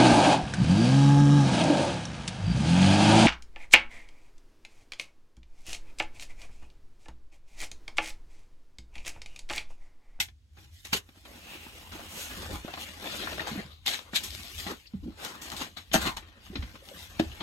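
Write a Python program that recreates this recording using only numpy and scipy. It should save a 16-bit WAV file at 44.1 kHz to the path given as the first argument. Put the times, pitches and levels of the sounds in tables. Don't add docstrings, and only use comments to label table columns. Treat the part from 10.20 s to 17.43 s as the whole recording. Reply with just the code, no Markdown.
import sys
import numpy as np
from scipy import signal
from scipy.fft import rfft, irfft, next_fast_len
from scipy.io import wavfile
from scipy.ndimage import uniform_filter1d, map_coordinates

SR = 44100
rng = np.random.default_rng(int(sys.argv[2]) if len(sys.argv) > 2 else 0)


def generate_wav(signal):
    frames = np.transpose(np.atleast_2d(signal))
    scaled = np.clip(frames, -1, 1) * 32767
    pcm = np.round(scaled).astype(np.int16)
    wavfile.write(sys.argv[1], SR, pcm)


N = 318819
TIME = np.arange(N) / SR


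def amp(db):
    return 10 ** (np.asarray(db) / 20)


def unit(x):
    return x / np.sqrt(np.mean(x ** 2) + 1e-20)


def along(points, hz):
    f, v = np.transpose(points)
    return np.interp(np.log(hz + 1), np.log(f + 1), v)


def curve(points):
    return np.interp(TIME, *np.transpose(points))


def wobble(rate):
    return map_coordinates(rng.standard_normal(16384), [TIME * rate], mode="wrap")


def noise(length=N):
    return rng.standard_normal((2, length))


def filtered(x, response):
    size = next_fast_len(N + SR // 4)
    return irfft(rfft(x, size) * response(np.fft.rfftfreq(size, 1 / SR)), size)[..., :N]


# frequency in Hz, left-right correlation.
COHERENCE = [(100, 0.92), (300, 0.87), (650, 0.66), (1300, 0.3), (3200, 0.076), (5200, 0.12), (7000, 0.95),
             (15000, 0.91)]
def stereo(pair, spectrum):
    angle = lambda hz: np.arccos(np.clip(along(COHERENCE, hz), -1, 1)) / 2
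    mid, side = filtered(pair, lambda hz: amp(along(spectrum, hz)) * [np.cos(angle(hz)),
                                                                      np.sin(angle(hz))])
    return np.array([mid + side, mid - side])


# frequency in Hz, relative spectral density in dB.
BOOM_SPECTRUM = [(12, -53), (20, -32), (27, -33), (38, -2), (91, 5), (100, -8), (118, -7.5), (161, -22.5),
                 (300, -24.5), (390, -50), (660, -120)]
HUSH_SPECTRUM = [(100, -10), (200, 3.5), (400, 1), (800, -6.5), (3500, -1), (6000, -5), (15000, -21)]
# time of the peak in seconds, level in dB, half-length in seconds.
FOLDER_SWINGS = [(0, -51, 0.051), (0.756, -49, 0.025), (1.786, -46.5, 0.068), (2.27, -41, 0.098),
                 (3.24, -50, 0.21), (4.123, -52, 0.16), (4.42, -46.5, 0.061), (4.86, -43, 0.063),
                 (5.37, -50, 0.053), (5.862, -38, 0.078), (6.42, -43, 0.12), (7.05, -45, 0.077),
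                 (7.22, -44, 0.029)]
def cab_air(idle_db=-57, hush_db=-76.5):
    swells = sum(amp(db) ** 2 * np.exp(-((TIME - s) / half) ** 2) for s, db, half in FOLDER_SWINGS)
    boom = unit(stereo(noise(), BOOM_SPECTRUM))
    hush = unit(stereo(noise(), HUSH_SPECTRUM))
    return np.sqrt(amp(idle_db) ** 2 + swells) * amp(2.1 * wobble(9)) * boom + amp(hush_db) * hush


# frequency in Hz, time to decay by 60 dB (t60) in seconds.
CAB_DECAY = [(100, 0.16), (500, 0.17), (3000, 0.11), (12000, 0.042)]
def cab_echo(x):
    hz, t, bands = signal.stft(noise(SR // 3), SR, nperseg=256)
    tail = signal.istft(bands * amp(-60 * t / along(CAB_DECAY, hz)[:, None]), SR, nperseg=256)[1]
    tail = np.pad(tail, ((0, 0), (SR // 300, 0)))
    return signal.fftconvolve(x, tail / np.linalg.norm(tail[0]), axes=1)[:, :N]


# frequency in Hz, left minus right in dB for sheets at the wheel, then at the console.
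BALANCE = [(250, -2, -1.5), (600, 1, 5), (2520, 0.5, 2.5), (4170, 2, 10.5), (6500, 0.5, 3), (8650, -2, -9),
           (10000, 0, 1.5), (11600, -1.5, -12), (14500, -1, 3.5)]
# frequency in Hz, phase lead of the left port in radians.
PHASE_LEAD = [(100, 0), (600, 0.7), (1200, 1.23), (2200, 3), (4500, 3), (5600, 0.9), (6500, 0)]
# time in seconds, position from 0 at the wheel to 1 at the console.
FOLDER_PATH = [(1.9, 0), (2.8, 0.82), (5.9, 0.86), (7.2, 0.93)]
def microphone_ports(x):
    sides, balance = np.array([[.5], [-.5]]), np.array(BALANCE)
    phase = lambda hz: np.exp(1j * sides * along(PHASE_LEAD, hz))
    heard = lambda points: filtered(x, lambda hz: amp(sides * along(points, hz)) * phase(hz))
    place = curve(FOLDER_PATH)
    return (1 - place) * heard(balance[:, :2]) + place * heard(balance[:, ::2])


# frequency in Hz, relative dB, free t60 in seconds.
CONSOLE_MODES = [(645, 7.5, 0.12), (775, 3, 0.18), (1090, -32, 0.14), (1140, -17, 0.14), (1286, -15, 0.31),
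                 (1374, -4, 0.15), (1575, -5, 0.061)]
WHEEL_MODES = [(604, 7.5, 0.029), (726, 7.5, 0.04), (1770, -9, 0.12), (2310, -14, 0.089)]
def knock(modes, start_s, db, damping_per_s):
    out, t = np.zeros(N + SR), np.arange(SR // 4) / SR
    for (hz, mode_db, t60), phase in zip(modes, 2 * np.pi * rng.random(len(modes))):
        envelope = amp(db + mode_db - 60 * t * (1 / t60 + damping_per_s))
        out[round(start_s * SR):][:len(t)] += envelope * np.sin(2 * np.pi * hz * t + phase)
    return out[:N]


def palm_thud(start_s=2.448, db=-19.5, hz=250, rise_s=0.00075, t60=0.012):
    t = np.maximum(TIME - start_s, 0)
    envelope = amp(db - np.minimum(60 * t / t60, 200)) * (1 - np.exp(-t / rise_s))
    return envelope * np.sin(2 * np.pi * hz * t)


# multiple of the pitch, relative level in dB.
COVER_MODES = [(1, 1.5), (.74, -6.5), (1.24, -11), (1.82, -16), (2.42, -25.5)]
# start in seconds, level in dB, pitch in Hz, rise and t60 in seconds.
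COVER_BUMPS = [(0.728, -25.5, 174, 0.002, 0.057), (.747, -26, 412, .0018, .045),
               (.889, -50, 2450, .001, 0.021), (0.889, -48.5, 262, 0.0013, 0.044),
               (0.972, -48, 261, .0015, .05), (1.465, -42, 860, .001, .03), (1.73, -40, 217, .003, 0.12),
               (1.752, -41, 700, .0033, .05), (1.794, -44, 1000, .003, .04), (2.345, -44, 805, .003, 0.043),
               (2.479, -33.5, 700, 0.0016, 0.053), (3.031, -34, 640, .003, .05),
               (3.071, -32, 1110, .0017, .035), (3.12, -30, 580, 0.0036, 0.053),
               (3.181, -34.5, 553, .001, 0.048), (3.193, -22, 1800, .0025, .03),
               (3.204, -34, 550, 0.0013, 0.02), (3.27, -29, 728, 0.0024, 0.042),
               (3.314, -27.5, 210, 0.0024, 0.11), (3.35, -28, 253, 0.0047, 0.11),
               (3.374, -27.5, 210, 0.0032, 0.12), (3.449, -38, 140, .003, .09),
               (3.931, -40, 333, 0.0014, 0.039), (4.464, -32.5, 208, 0.0015, 0.085),
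               (4.481, -34, 543, .003, 0.053), (4.501, -29, 420, .002, 0.089),
               (4.512, -34.5, 260, .004, 0.12), (4.735, -23, 210, 0.0064, 0.097),
               (4.826, -31.5, 302, 0.0073, 0.1), (4.854, -25, 209, 0.0064, 0.081),
               (4.875, -30.5, 277, 0.0032, 0.11), (5.715, -33, 2700, .001, .023),
               (5.743, -20, 339, 0.0017, 0.1), (5.754, -31, 88, .0027, .1), (6.262, -47, 1130, .0018, .037),
               (6.3, -32.5, 185, 0.0025, 0.072), (6.329, -36.5, 328, 0.0036, 0.079),
               (6.354, -30, 260, 0.0031, 0.13), (6.355, -43, 1024, 0.0031, .04),
               (6.386, -19.5, 71, .0075, .14), (6.43, -36, 277, .0017, 0.08),
               (6.621, -44, 606, .003, 0.059), (6.711, -38.5, 577, 0.0028, 0.068),
               (6.997, -13.5, 317, 0.0017, 0.06), (7.019, -30, 247, .008, .08),
               (7.211, -29.5, 280, 0.0047, 0.11)]
def cover_bumps(flex_share=0.13, softness_db_per_s=897):
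    out, t = np.zeros(N + SR), np.arange(SR // 3) / SR
    multiple, mode_db = np.transpose(COVER_MODES)
    loss_rate = softness_db_per_s * (np.arange(len(multiple)) > 0)
    bend = np.pad(1 + flex_share * wobble(170), (0, SR), mode="edge")
    for s, db, hz, rise, t60 in COVER_BUMPS:
        grip_db = rng.standard_normal(len(multiple))
        cycles = hz * np.cumsum(bend[round(s * SR):][:len(t)]) / SR
        ring = amp(mode_db + grip_db - loss_rate * rise) @ np.sin(2 * np.pi * np.outer(multiple, cycles))
        envelope = amp(db - 60 * t / t60) * (1 - np.exp(-(t / rise) ** 2))
        out[round(s * SR):][:len(t)] += envelope * ring
    return out[:N]


def swell(t, rise, t60):
    return np.exp(np.minimum(t, 0) / rise) * amp(-60 * np.maximum(t, 0) / t60)


# peak time in seconds, level in dB, centre and half-width in Hz, rise and t60 in seconds.
EDGE_DRAGS = [(3.03, -38.5, 3260, 120, .012, .1), (3.074, -31.5, 1560, 450, .002, .06),
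              (3.198, -35, 1840, 200, 0.0034, .05), (3.521, -55, 3750, 603, 0.033, .35),
              (3.672, -27, 3710, 560, 0.0038, 0.17), (3.745, -38, 3050, 600, .02, .16),
              (3.96, -23.5, 3650, 654, 0.0068, 0.087), (4.658, -48.5, 2650, 330, .001, .04),
              (4.672, -51, 4440, 706, .006, 0.076), (4.941, -67, 4200, 450, 0.064, 0.38),
              (7.12, -46, 2900, 400, 0.011, .08)]
def edge_drags(chatter_db=1.5):
    out, t = np.zeros((2, N + SR)), np.arange(-SR // 8, SR // 4) / SR
    grid = np.fft.rfftfreq(len(t), 1 / SR)
    for s, db, hz, width_hz, rise, t60 in EDGE_DRAGS:
        ring = unit(irfft(rfft(noise(len(t))) / (1 + ((grid - hz) / width_hz) ** 2), len(t)))
        out[:, round((s + t[0]) * SR):][:, :len(t)] += amp(db) * swell(t, rise, t60) * ring
    return out[:, :N] * amp(chatter_db * wobble(400))


ARM_RESTS = [(0.8, 0.95), (4.66, 4.82)]
def sleeve_rub(start_s=0.92, band_db=(-75, -69, -74.5), rest_db=-6):
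    resting = sum(1.0 * ((TIME > start) & (TIME < end)) for start, end in ARM_RESTS)
    motion_db = 3.8 * wobble(8) + rest_db * uniform_filter1d(resting, size=2000)
    return amp(band_db)[:, None] * amp(motion_db) * (TIME > start_s)


# frequency in Hz, relative spectral density in dB.
WALLET_SPECTRUM = [(1500, -17), (2300, -12), (2680, -12), (3100, -10.5), (3900, -12.5), (6000, -25.5)]
# time in seconds, resonance in Hz.
WALLET_RESONANCE = [(1.1, 2580), (1.45, 2680), (1.8, 3024), (2.05, 2807)]
# time in seconds, envelope level in dB.
RASP_ENVELOPE = [(.9, -110), (1.12, -61), (1.33, -47), (1.5, -51), (1.65, -55.5), (1.85, -50), (2.0, -44),
                 (2.15, -45), (2.3, -100)]
def wallet_rasp(half_width_hz=290, rub_db=-2.5, ring_db=-4.5):
    rub = unit(stereo(noise(), WALLET_SPECTRUM))
    drive = unit(filtered(noise(), lambda hz: 1 / (1 + (hz / half_width_hz) ** 2)))
    ring = unit(drive * np.sin(2 * np.pi * np.cumsum(curve(WALLET_RESONANCE)) / SR))
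    return amp(curve(RASP_ENVELOPE)) * (amp(rub_db) * rub + amp(ring_db) * ring)


def friction(spectrum, slips_per_s, slip_db, slip_t60, flex_db):
    slips = (rng.random(N) < slips_per_s / SR) * rng.exponential(size=N)
    t = np.arange(SR // 40) / SR
    energy = np.abs(signal.fftconvolve(slips, amp(-60 * t / slip_t60) ** 2)[:N])
    crackle = np.sqrt(energy) * noise()
    bands = signal.stft(noise() + amp(slip_db) * unit(crackle), nperseg=1024)[2]
    flex = uniform_filter1d(rng.standard_normal(bands.shape[1:]), size=5, axis=0)
    flex = uniform_filter1d(flex, size=4, axis=1)
    rub = signal.istft(bands * amp(flex_db * unit(flex)), nperseg=1024)[1][:, :N]
    sheet = stereo(rub, spectrum)
    below = lambda edge_hz: filtered(sheet, lambda hz: 1 / (1 + (hz / edge_hz) ** 8))
    board = below(edge_hz=1800)
    scrape = below(edge_hz=5720) - board
    return unit(board), unit(scrape), unit(sheet - board - scrape)


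# start and end in seconds, scrape level in dB, board and fizz in dB relative to the scrape.
CARD_STROKES = [(0.392, 0.427, -61, -4, -4), (0.55, 0.72, -62, -18, -1.5), (.84, 1.04, -70, 2, 0),
                (1.084, 1.718, -59, 3.5, -1), (1.764, 2.105, -57, 6, 2), (2.148, 2.363, -48, 2.5, -3),
                (2.45, 2.845, -52.5, -1, -6), (2.606, 2.636, -46, -8, -2.5), (2.822, 2.9, -46, -1, -8),
                (2.887, 3.139, -42.5, -2, -8), (3.16, 3.399, -46, 1, -10), (3.802, 3.88, -63, 6, -9),
                (4.012, 4.34, -47.5, -7, -4), (4.385, 4.402, -43, -9.5, -1.5), (4.85, 4.973, -69, 6, -30),
                (5.011, 5.164, -53, 5, -5.5), (5.248, 5.426, -49.5, -2.5, -8),
                (6.023, 6.22, -62.5, 1.5, -24), (6.236, 6.585, -58.5, -1.5, -7.5),
                (6.653, 6.767, -57, 1.5, -1.5), (6.774, 6.856, -50.5, -9, -4), (6.938, 7.23, -54, 1, -7)]
def stroke_gains(rise_db_per_s=291, fall_db_per_s=168):
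    power = np.zeros((3, N))
    for start, end, db, board_db, fizz_db in CARD_STROKES:
        fade_db = rise_db_per_s * np.maximum(start - TIME, 0) + fall_db_per_s * np.maximum(TIME - end, 0)
        power += amp([[db + board_db], [db], [db + fizz_db]]) ** 2 * amp(-np.minimum(fade_db, 100)) ** 2
    return np.sqrt(power)


# frequency in Hz, relative spectral density in dB.
CARD_SPECTRUM = [(71, -38), (120, -10), (213, -0.5), (392, -4.5), (544, -6.5), (1930, -7.5), (2270, -8.5),
                 (3350, -7), (10300, -32), (11900, -26.5), (15800, -39.5)]
def sliding_card(strokes):
    board_gain, scrape_gain, fizz_gain = np.hypot(strokes, sleeve_rub())
    board, scrape, fizz = friction(CARD_SPECTRUM, slips_per_s=600, slip_db=-5, slip_t60=.004, flex_db=3.5)
    catch = amp(1.1 * wobble(45) + 0.54 * wobble(170))
    surface = scrape_gain * scrape + wallet_rasp() + fizz_gain * fizz
    return catch ** 2 * board_gain * board + catch * surface


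# time in seconds, level in dB.
SLEEVE_SNAPS = [(.732, -22.5), (3.663, -21.5), (4.106, -31), (4.15, -29.5), (4.233, -37), (4.381, -34),
                (5.049, -28), (5.302, -31), (5.319, -31), (5.366, -38), (5.742, -15), (5.821, -30),
                (5.97, -31.5), (6.655, -48), (6.688, -42)]
# frequency in Hz, relative spectral density in dB.
SNAP_SPECTRUM = [(300, -22), (1500, -8), (3600, 6), (5200, 0.5), (7500, -4), (10300, -14.5), (11700, -7),
                 (15800, -24)]
def sleeve_snaps(fizz_gain, crinkles_per_s=36, crack_t60=0.0084, ring_db=-17, ring_t60=0.05):
    size = amp(0.5 + 4 * rng.uniform(-1, 1, N))
    kicks = (rng.random(N) < crinkles_per_s / SR) * size * fizz_gain
    for s, db in SLEEVE_SNAPS:
        kicks[round(s * SR)] = amp(db)
    t = np.arange(SR // 10) / SR
    decay = amp(-60 * t / crack_t60) ** 2 + amp(ring_db - 60 * t / ring_t60) ** 2
    envelope = np.sqrt(np.abs(signal.fftconvolve(kicks ** 2, decay)[:N]))
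    return envelope * unit(stereo(noise(), SNAP_SPECTRUM))


# peak time in
# seconds, scrape in dB, board and fizz in dB relative to the scrape, the scrape's t60 in seconds.
SHEET_FLAPS = [(.003, -24, -17, -5.5, 0.115), (0.652, -38, -10, -7.5, 0.12), (0.733, -22, -4, -8.5, 0.11),
               (1.054, -49.5, -1.5, -12, 0.088), (1.721, -45, -2, -11, 0.42), (3.272, -40, 4, -6.5, 0.24),
               (3.664, -29, -18.5, -9.5, 0.15), (3.957, -31.5, -18, -6, 0.079), (4.037, -38.5, -9, 1, 0.19),
               (4.468, -39, -1, -11, 0.27), (5.219, -47.5, 1, 3, 0.33), (5.319, -44.5, 8.5, -2, 0.19),
               (5.367, -41, -17, -4, 0.29), (5.571, -41.5, -2.5, -12, 0.2), (5.742, -25, 0, -3.5, 0.1),
               (5.97, -39, 1, -7, .11), (6.997, -31, -1, -17, 0.084)]
# as for a flap, with the rise in seconds before the t60.
SHEET_SWISHES = [(.775, -33.5, -10, -4.5, 0.024, 0.063), (2.01, -44.5, -3, 3, 0.077, 0.43),
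                 (2.965, -48, -7, 1.5, 0.025, 0.16), (3.027, -37.5, -5, -25, 0.027, 0.21),
                 (3.68, -29.5, -9, -5, 0.004, 0.18), (3.738, -33.5, -5.5, -8, 0.026, 0.21),
                 (3.962, -27, -12.5, -6.5, 0.0099, .12), (4.512, -41.5, 1, -8, 0.043, 0.14),
                 (5.052, -40, -1, -5.5, 0.03, 0.25), (5.419, -36.5, 1.5, -7.5, 0.015, 0.16),
                 (5.736, -27, -3.5, -2, 0.0037, 0.06), (5.752, -26, 2.5, -8.5, 0.0056, 0.17),
                 (5.816, -36.5, 1, -4, 0.013, 0.25), (5.872, -30.5, 5, -9.5, 0.023, 0.16),
                 (7.04, -56, -3, -6.5, 0.025, 0.22)]
EDGE_TAPS = [(.087, -50, -6, 0.054), (.371, -58.5, 4.5, 0.18), (0.891, -52.5, -4, .03),
             (1.466, -54, 12, 0.036), (1.796, -54.5, 14, 0.062), (2.45, -62.5, 15, 0.018),
             (2.48, -49, 7, 0.17), (2.539, -37.5, -2.5, 0.1), (2.576, -43, 6, 0.067), (2.843, -48, 9, .04),
             (3.071, -43.5, -6, .06), (3.128, -43.5, 4, 0.057), (3.182, -41, 5, 0.025),
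             (3.206, -36, 3, 0.035), (3.792, -39.5, 2.5, 0.015), (3.935, -49, 14, 0.076),
             (4.736, -60, 2, 0.12), (5.717, -39, -5, 0.048), (6.357, -35.5, -4.5, 0.11),
             (6.426, -41.5, -4, 0.094), (6.556, -50, 1.5, 0.072), (6.689, -50.5, -9, 0.089),
             (7.207, -38.5, 2, .12)]
def contacts(strokes, flap_rise=0.0029, tap_rise=0.002, tap_fizz_db=-33,
             creases_per_s=9.8, crease_rise=0.0013, crease_t60=0.047):
    rows = [(s, db + board, db, db + fizz, flap_rise, t60) for s, db, board, fizz, t60 in SHEET_FLAPS]
    rows += [(s, db + board, db, db + fizz, rise, t60) for s, db, board, fizz, rise, t60 in SHEET_SWISHES]
    rows += [(s, db + board, db, db + tap_fizz_db, tap_rise, t60) for s, db, board, t60 in EDGE_TAPS]
    creases = np.flatnonzero(rng.random(N) < creases_per_s / SR)
    crease_db = -9.5 + 7 * rng.uniform(-1, 1, N)
    for i in creases:
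        rows.append((i / SR, *(20 * np.log10(strokes[:, i]) + crease_db[i]), crease_rise, crease_t60))
    return rows


# frequency in Hz, relative spectral density in dB.
SHEET_SPECTRUM = [(71, -35), (120, -7), (217, -1.5), (522, -10), (785, -2.5), (1850, -5), (4020, -5),
                  (4930, -14), (6570, -14), (10300, -28), (11600, -21.5), (15800, -35)]
def flapping_sheets(strokes):
    board, scrape, fizz = friction(SHEET_SPECTRUM, slips_per_s=1800, slip_db=-1.5,
                                   slip_t60=0.0039, flex_db=3)
    power = np.zeros((3, N))
    linger = np.array([[.9], [1], [1.15]])
    for s, board_db, scrape_db, fizz_db, rise, t60 in contacts(strokes):
        span = np.arange(max(int(s * SR) - SR // 8, 0), min(int(s * SR) + SR // 2, N))
        envelope = swell(span / SR - s, rise, t60 * linger)
        power[:, span] += (amp([[board_db], [scrape_db], [fizz_db]]) * envelope) ** 2
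    board_gain, scrape_gain, fizz_gain = np.sqrt(power)
    chatter = amp(0.68 * wobble(240))
    snaps = sleeve_snaps(np.hypot(fizz_gain, strokes[2]))
    return chatter * (board_gain * board + scrape_gain * scrape) + fizz_gain * fizz + snaps


def scene():
    strokes = stroke_gains()
    console = knock(CONSOLE_MODES, start_s=5.742, db=-24, damping_per_s=2.1)
    wheel = knock(WHEEL_MODES, start_s=6.998, db=-30, damping_per_s=3)
    sheets = sliding_card(strokes) + flapping_sheets(strokes) + edge_drags()
    folders = microphone_ports(sheets + cover_bumps() + palm_thud() + console + wheel)
    return folders + amp(-13.5) * cab_echo(folders) + cab_air()


def record(dry):
    return filtered(dry, lambda hz: hz < 15850)


dry = scene()
out = record(dry)
generate_wav(out)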